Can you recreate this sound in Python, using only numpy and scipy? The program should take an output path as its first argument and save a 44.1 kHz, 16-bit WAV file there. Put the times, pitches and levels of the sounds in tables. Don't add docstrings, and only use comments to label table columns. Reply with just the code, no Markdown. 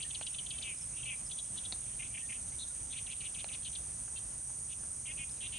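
import sys
import numpy as np
from scipy import signal
from scipy.io import wavfile
from scipy.ndimage import uniform_filter1d

SR = 44100
rng = np.random.default_rng(int(sys.argv[2]) if len(sys.argv) > 2 else 0)


def wav_out(sig):
    wavfile.write(sys.argv[1], SR, np.round(np.clip(np.atleast_2d(sig).T, -1, 1) * 32767).astype(np.int16))


def volts_from_decibels(level):
    exponent = np.asarray(level, float) / 20
    return 10 ** exponent


N = 246078


def evened(x):
    return x / np.sqrt(np.mean(x ** 2) + 1e-20)


def read(points, hz):
    f, value = np.transpose(points)
    return np.interp(np.log(hz + 1), np.log(f + 1), value)


def curve(points):
    return np.interp(np.arange(N) / SR, *np.transpose(points))


def add(mix, s, sound):
    part = mix[round(s * SR):][:len(sound)]
    part += sound[:len(part)]


def ring(x, hz, width_hz):
    pole = np.exp((2j * np.pi * hz - np.pi * width_hz) / SR)
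    for _ in range(2):
        x = signal.lfilter([1 - abs(pole)], [1, -pole], x)
    return 2 * x.real


# f/Hz, likeness/0-1
LIKENESS = [(96, 1), (230, 0.83), (390, .1), (1400, .09), (2530, 0.31), (4030, 0.53), (6440, .82),
            (10300, 0.69)]
# f/Hz, left minus right/dB
BALANCE = [(100, 0), (290, 1), (450, -0.3), (1000, -.3), (3140, 2), (4660, 0), (6920, -4), (10300, -2)]
# f/Hz, left lead/rad
LEFT_LEAD = [(0, .5), (2500, -0.29), (3960, -0.75), (4480, -.2), (7580, -.2), (9130, -.78), (10200, -.5)]


def wide(colour, patchy_db, flicker_db, size=1024):
    frames, hz = 4 * N // size + 5, np.fft.rfftfreq(size, 1 / SR)
    a, b, c, d, patches = rng.standard_normal((frames, len(hz), 5)).T
    patches = evened(uniform_filter1d(uniform_filter1d(patches, 10, 0), 10, 1))
    flicker = evened(uniform_filter1d(rng.standard_normal(frames), 3))
    same = np.clip(read(LIKENESS, hz), -1, 1)[:, None]
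    right, other = a + 1j * b, c + 1j * d
    left = same * right + np.sqrt(1 - same ** 2) * other
    left = left * np.exp(1j * read(LEFT_LEAD, hz))[:, None]
    tilt = volts_from_decibels(read(BALANCE, hz) / 2)[:, None]
    level_db = read(colour, hz)[:, None] + patchy_db * patches + flicker_db * flicker
    z = np.array([left * tilt, right / tilt]) * volts_from_decibels(level_db)
    out = signal.istft(z, nperseg=size, noverlap=3 * size // 4)[1][:, :N]
    return out / np.sqrt(np.mean(out.mean(0) ** 2))


# f/Hz, density/dB per Hz
LOW_CHOIR_COLOUR = [(3180, -40), (5400, -12), (5600, -15), (6060, -1), (6390, -0.5), (6790, -1),
                    (7230, -14.5), (7350, -23.5), (9560, -17), (16200, -120)]
HIGH_CHOIR_COLOUR = [(5000, -54), (7200, -28.5), (7700, -11.5), (8300, -3), (8850, 3.5), (9200, 2.5),
                     (9380, -2), (9500, 0), (9750, -11.5), (10100, -14.5), (10400, -27), (10800, -50.5),
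                     (11300, -57.5), (14000, -100)]
# t/s, level/dB
CHOIR_SWELL = [(0, .5), (.8, -.5), (1.3, .5), (3, 0), (5.1, 0.03), (5.58, -0.8)]


def cicada_choirs():
    swell_db = curve(CHOIR_SWELL)
    low = volts_from_decibels(-56 + swell_db) * wide(LOW_CHOIR_COLOUR, patchy_db=0.97, flicker_db=-0.7)
    high = volts_from_decibels(-43.8 + swell_db) * wide(HIGH_CHOIR_COLOUR, patchy_db=0.54, flicker_db=.5)
    return low + high


def near_cicada():
    t = np.arange(N) / SR
    beat_hz, body_hz, width_hz = 121 + .4 * np.sin(2 * np.pi * .3 * t), 9500, 520
    beats = np.cumsum(beat_hz) / SR
    scrape = np.exp(-(beats % 1) / .08) * rng.standard_normal(N)
    body = ring(ring(scrape, body_hz, width_hz), body_hz, width_hz)
    return volts_from_decibels(-54) * evened(body) * volts_from_decibels([[.5], [-.5]])


# f/Hz, density/dB per Hz
CHATTER_COLOUR = [(900, -36), (1700, -8.5), (2400, 0), (3600, -0.5), (4600, -8.5), (6000, -43)]
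# t/s, level/dB
CHATTER_SWELL = [(0, -63), (.8, -67.5), (1.3, -71), (1.85, -65), (2.5, -69.5), (3.1, -67.5), (3.8, -70.5),
                 (4.5, -86), (5.1, -79), (5.58, -61.5)]


def far_chatter():
    return volts_from_decibels(curve(CHATTER_SWELL)) * wide(CHATTER_COLOUR, patchy_db=4.5, flicker_db=-1.0, size=512)


# f/Hz, density/dB per Hz
RUMBLE_COLOUR = [(12, -15), (25, -18), (38, -8.5), (52, 1.5), (68, 1), (85, -4.5), (108, -0.5), (122, -.5),
                 (140, -5), (370, -17.5), (650, -17.5), (1200, -21), (4400, -29), (5700, -26.5),
                 (7400, -47), (12000, -110)]


def traffic_rumble():
    return volts_from_decibels(-54.5) * wide(RUMBLE_COLOUR, patchy_db=.5, flicker_db=1.2, size=4096)


# length/s, attack/s, release/s, change over the hold/dB
STROKE_BREATH = dict(chack=(.022, .005, .009, 0), chik=(.017, .005, 0.008, 1),
                 tsek=(0.023, .004, 0.0074, 1.7), scold=(.046, -0.2, .012, -3), tzik=(.038, .007, .014, 1),
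                 rasp=(.058, .004, .008, 11.6), mutter=(0.063, .003, .014, 1), churr=(.115, .052, .022, -6),
                 scrape=(.022, .006, .006, 1), buzz=(.062, .006, .008, 2), burr=(.064, .006, .008, -1),
                 trill=(.045, .01, .007, 5), zee=(0.061, .006, 0.013, 8.2), zig=(.031, .007, .008, -5),
                 zag=(0.0538, 0.029, 0.012, 1), rat=(.026, .01, 0.0034, 0), tat=(.018, .004, .004, 3.7),
                 roll=(0.037, .003, 0.0055, 1))
# start f/Hz, turn f/Hz, end f/Hz, turn/share of length
STROKE_GLIDE = dict(chack=(3850, 3250, 2800, .5), chik=(3500, 3200, 3050, .6), tsek=(3750, 3560, 3100, .7),
                scold=(3450, 3500, 2780, 0.253), tzik=(3400, 3400, 3050, .7), rasp=(3150, 3080, 2600, .8),
                mutter=(2860, 2840, 2980, 0.39), churr=(2780, 2690, 2300, .5),
                scrape=(3000, 3250, 3150, .5), buzz=(2870, 2880, 3130, .6), burr=(2930, 2910, 2880, .5),
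                trill=(3530, 3530, 3650, .5), zee=(3720, 3930, 3100, 0.74), zig=(3700, 2360, 2380, .75),
                zag=(2500, 3280, 2450, .58), rat=(2640, 2520, 2690, .5), tat=(2350, 2520, 2730, .5),
                roll=(2800, 2805, 2760, .5))
# flutter f/Hz, start and end swing/share of pitch above slack, unsteadiness/0-1
STROKE_FLUTTER = dict(chack=(440, .42, .28, .33), chik=(417, 0.395, .26, .2), tsek=(370, .5, .08, 0.27),
                  scold=(350, .36, .4, .33), tzik=(438, .38, .36, .14), rasp=(300, .46, .42, .24),
                  mutter=(280, .4, 0.396, .4), churr=(250, .36, 0.447, .16), scrape=(290, .4, .4, .45),
                  buzz=(284, .46, .44, .06), burr=(282, .47, .44, .07), trill=(140, .21, 0.19, .075),
                  zee=(290, .19, 0.078, .017), zig=(335, .3, .5, .36), zag=(320, .4, .5, .27),
                  rat=(290, .46, .5, .12), tat=(280, .6, .5, .1), roll=(146, 0.416, .42, .14))


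def stroke(name, db, pitch):
    length, attack, release, hold_db = STROKE_BREATH[name]
    flutter_hz, swing_start, swing_end, unsteady = STROKE_FLUTTER[name]
    *glide_hz, turn = STROKE_GLIDE[name]
    slack_hz, edge_db = 1602, -14.5
    t = np.arange(0, length, 1 / SR)
    hz = pitch * uniform_filter1d(np.interp(t / length, [0, turn, 1], glide_hz), len(t) // 5)
    swing_hz = np.maximum(np.linspace(swing_start, swing_end, len(t)) * (hz - slack_hz), 100)
    effort_s = [0, attack, max(length - release, attack), length]
    effort_db = np.interp(t, effort_s, [edge_db / 2, 0, hold_db, hold_db + edge_db])

    chance = np.repeat(rng.standard_normal((35, 400)), 16, axis=1)[:, :len(t) + 700]
    shake = evened(uniform_filter1d(chance[0], 120)[:len(t)])
    wander = evened(uniform_filter1d(uniform_filter1d(chance[1:], 350), 350))[:, :len(t)]
    beat = np.cumsum(flutter_hz * (1 + unsteady * shake)) / SR + rng.random()
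    core = np.cumsum(hz - 0.2995 * swing_hz) / SR

    k = np.arange(-5, 12)[:, None]
    reach = abs(k) * flutter_hz / (swing_hz * np.where(k > 0, 1.75, .95))
    sides = np.exp(-reach ** 2.32) * np.where(k == 0, 1.3, 1)
    sides = sides * volts_from_decibels((2.5 + 3.7 * unsteady) * wander[:17])
    turns = core + k * beat + 0.34 * reach ** 2 + (0.048 + 0.36 * unsteady) * wander[17:]
    tone = (sides * np.sin(2 * np.pi * turns)).sum(0) / np.sqrt((sides ** 2).sum(0) / 2)
    return volts_from_decibels(db + effort_db) * tone * signal.windows.tukey(len(t), .2)


# (name, t after start/s, level/dB)
SYLLABLE_STROKES = dict(chik_chack=(.1193, [("chik", -.002, -6.5), ("chack", .039, -2.5)]),
                    tsek=(.074, [("chik", -.014, -9), ("tsek", 0, 1.6)]),
                    rattle=(.149, [("rat", -.004, -3.5), ("tat", .026, -3.5), ("roll", .045, -11.5)]),
                    zigzag=(.14, [("zig", .002, -4), ("zag", .03, -3)]),
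                    buzz_burr=(.349, [("scrape", 0, -4), ("buzz", .014, -2), ("scrape", .117, -3),
                    ("burr", .131, 0)]))
# name, first t/s, last t/s, level/dB, pitch/factor
SONG_PHRASES = [
    ("chik_chack", .105, .582, -40, 1),
    ("tsek", 1.309, 1.383, -48.5, 0.99),
    ("tsek", 1.573, 1.647, -48.5, 0.99),
    ("rattle", 1.994, 2.292, -45, 1),
    ("zigzag", 2.92, 3.48, -45.5, 1),
    ("buzz_burr", 5.053, 5.053, -48, .895),
    ("buzz_burr", 5.404, 5.404, -47, 1.01),
]
# name, t/s, level/dB, pitch/factor
SINGLE_STROKES = [("scrape", 0, -49, .9), ("chack", .023, -43, 1.02), ("mutter", .515, -57, 0.98),
                  ("chik", .61, -53, .84), ("churr", .63, -44.5, 1), ("mutter", .96, -54.5, 1),
                  ("chik", 1.028, -46, .87), ("churr", 1.047, -42.5, 1), ("trill", 2.9, -57, 1),
                  ("zee", 2.584, -53, 1), ("chik", 3.626, -57, 1.05), ("scold", 3.646, -45.5, 1),
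                  ("chik", 3.727, -55, 1.06), ("chack", 3.749, -46, 1.05), ("tzik", 4.157, -51.5, 0.99),
                  ("rasp", 4.685, -63.5, 1)]


def reed_bird():
    out = np.zeros(N)
    for name, first, last, db, pitch in SONG_PHRASES:
        every, strokes = SYLLABLE_STROKES[name]
        for s in np.linspace(first, last, round((last - first) / every) + 1):
            for part, after, part_db in strokes:
                add(out, s + after, stroke(part, db + part_db, pitch))
    for name, s, db, pitch in SINGLE_STROKES:
        add(out, s, stroke(name, db, pitch))
    return out


# t/s, length/s, start f/Hz, end f/Hz, level/dB
FAR_WHISTLES = [(.042, .025, 1820, 1850, -57.5), (.178, .025, 5680, 5480, -58),
                (.302, .03, 5700, 5200, -59), (0.525, .025, 3300, 3310, -54), (.767, .013, 4950, 5480, -58),
                (.779, .013, 5480, 4950, -58), (.806, .036, 5720, 4990, -53.5),
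                (1.015, .02, 4000, 3600, -63), (1.046, .026, 3850, 4480, -60),
                (1.256, .023, 5660, 4830, -53), (2.095, 0.047, 2330, 2360, -64),
                (2.21, .062, 1840, 1860, -63.5), (2.517, .04, 1980, 2370, -63),
                (2.69, .04, 3740, 3780, -67), (2.698, .025, 1360, 1500, -66),
                (5.289, .012, 2600, 5400, -55.5), (5.365, .03, 2830, 2300, -66),
                (5.307, .017, 5250, 5070, -55)]


def far_birds():
    out = np.zeros(N)
    for s, length, start_hz, end_hz, db in FAR_WHISTLES:
        hz = np.linspace(start_hz, end_hz, round(length * SR))
        tone = np.sin(2 * np.pi * np.cumsum(hz) / SR)
        add(out, s, volts_from_decibels(db + 1) * tone * signal.windows.tukey(len(hz), .6))
    return out


# t/s, hollow knock peak level/dB, snap peak level/dB, snap f/Hz
TICK_EVENTS = [
    (.2115, -37, -32, 2400),
    (.216, -44.5, -40.5, 1900),
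    (1.7236, -46, -22.5, 4400),
    (1.727, -44, -34, 4500),
    (3.4435, -36.5, -31, 3180),
    (3.465, -53, -53.5, 1500),
    (3.512, -49.5, -55, 1300),
    (4.08, -53, -43, 1800),
    (4.502, -51, -49, 1150),
    (4.835, -52, -47, 1800),
]
# f/Hz, width/Hz
BODY_RINGS = [(730, 440), (1500, 450), (2600, 1070), (4000, 940), (7000, 5700)]


def ticks():
    out, t = np.zeros(N), np.arange(1500) / SR
    for s, knock_db, snap_db, snap_hz in TICK_EVENTS:
        decay = .4 * np.exp(-t / 0.0003) + 0.11 * np.exp(-t / 0.0067)
        snap = rng.standard_normal(len(t)) * decay * (1 - np.exp(-t / 0.00013))
        snap[0] = 2.2
        for k, (hz, width_hz) in enumerate(BODY_RINGS):
            body = ring(snap, hz, width_hz)
            db = snap_db - 16 * abs(np.log2(hz / snap_hz)) if k else knock_db
            add(out, s, volts_from_decibels(db) * body / abs(body).max())
    return out


def banks(x, t60_s):
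    t = np.arange(SR // 3) / SR
    shape = (2, len(t))
    sparse = rng.random(shape) < 2000 / SR
    taps = np.sign(rng.standard_normal(shape)) * sparse * (t > .004)
    tail = taps * volts_from_decibels(-60 * t / t60_s)
    return signal.fftconvolve(x[None], tail / np.linalg.norm(tail[0]), axes=1)[:, :N]


def scene():
    drone = cicada_choirs() + near_cicada() + far_chatter() + traffic_rumble()
    bird, far, tick = reed_bird(), far_birds(), ticks()
    late = np.array([bird, np.roll(bird, 1)])
    near = late * volts_from_decibels([[2.2], [-2.6]]) + far * volts_from_decibels([[.5], [-.5]]) + tick * volts_from_decibels([[.3], [-.3]])
    echo = volts_from_decibels(-8.5) * banks(bird + far + .5 * tick, t60_s=0.27)
    return near + echo + drone


def band_limit(x):
    return signal.sosfilt(signal.butter(12, 10900, fs=SR, output="sos"), x)


def record(dry):
    return band_limit(dry)


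dry = scene()
out = record(dry)
wav_out(out)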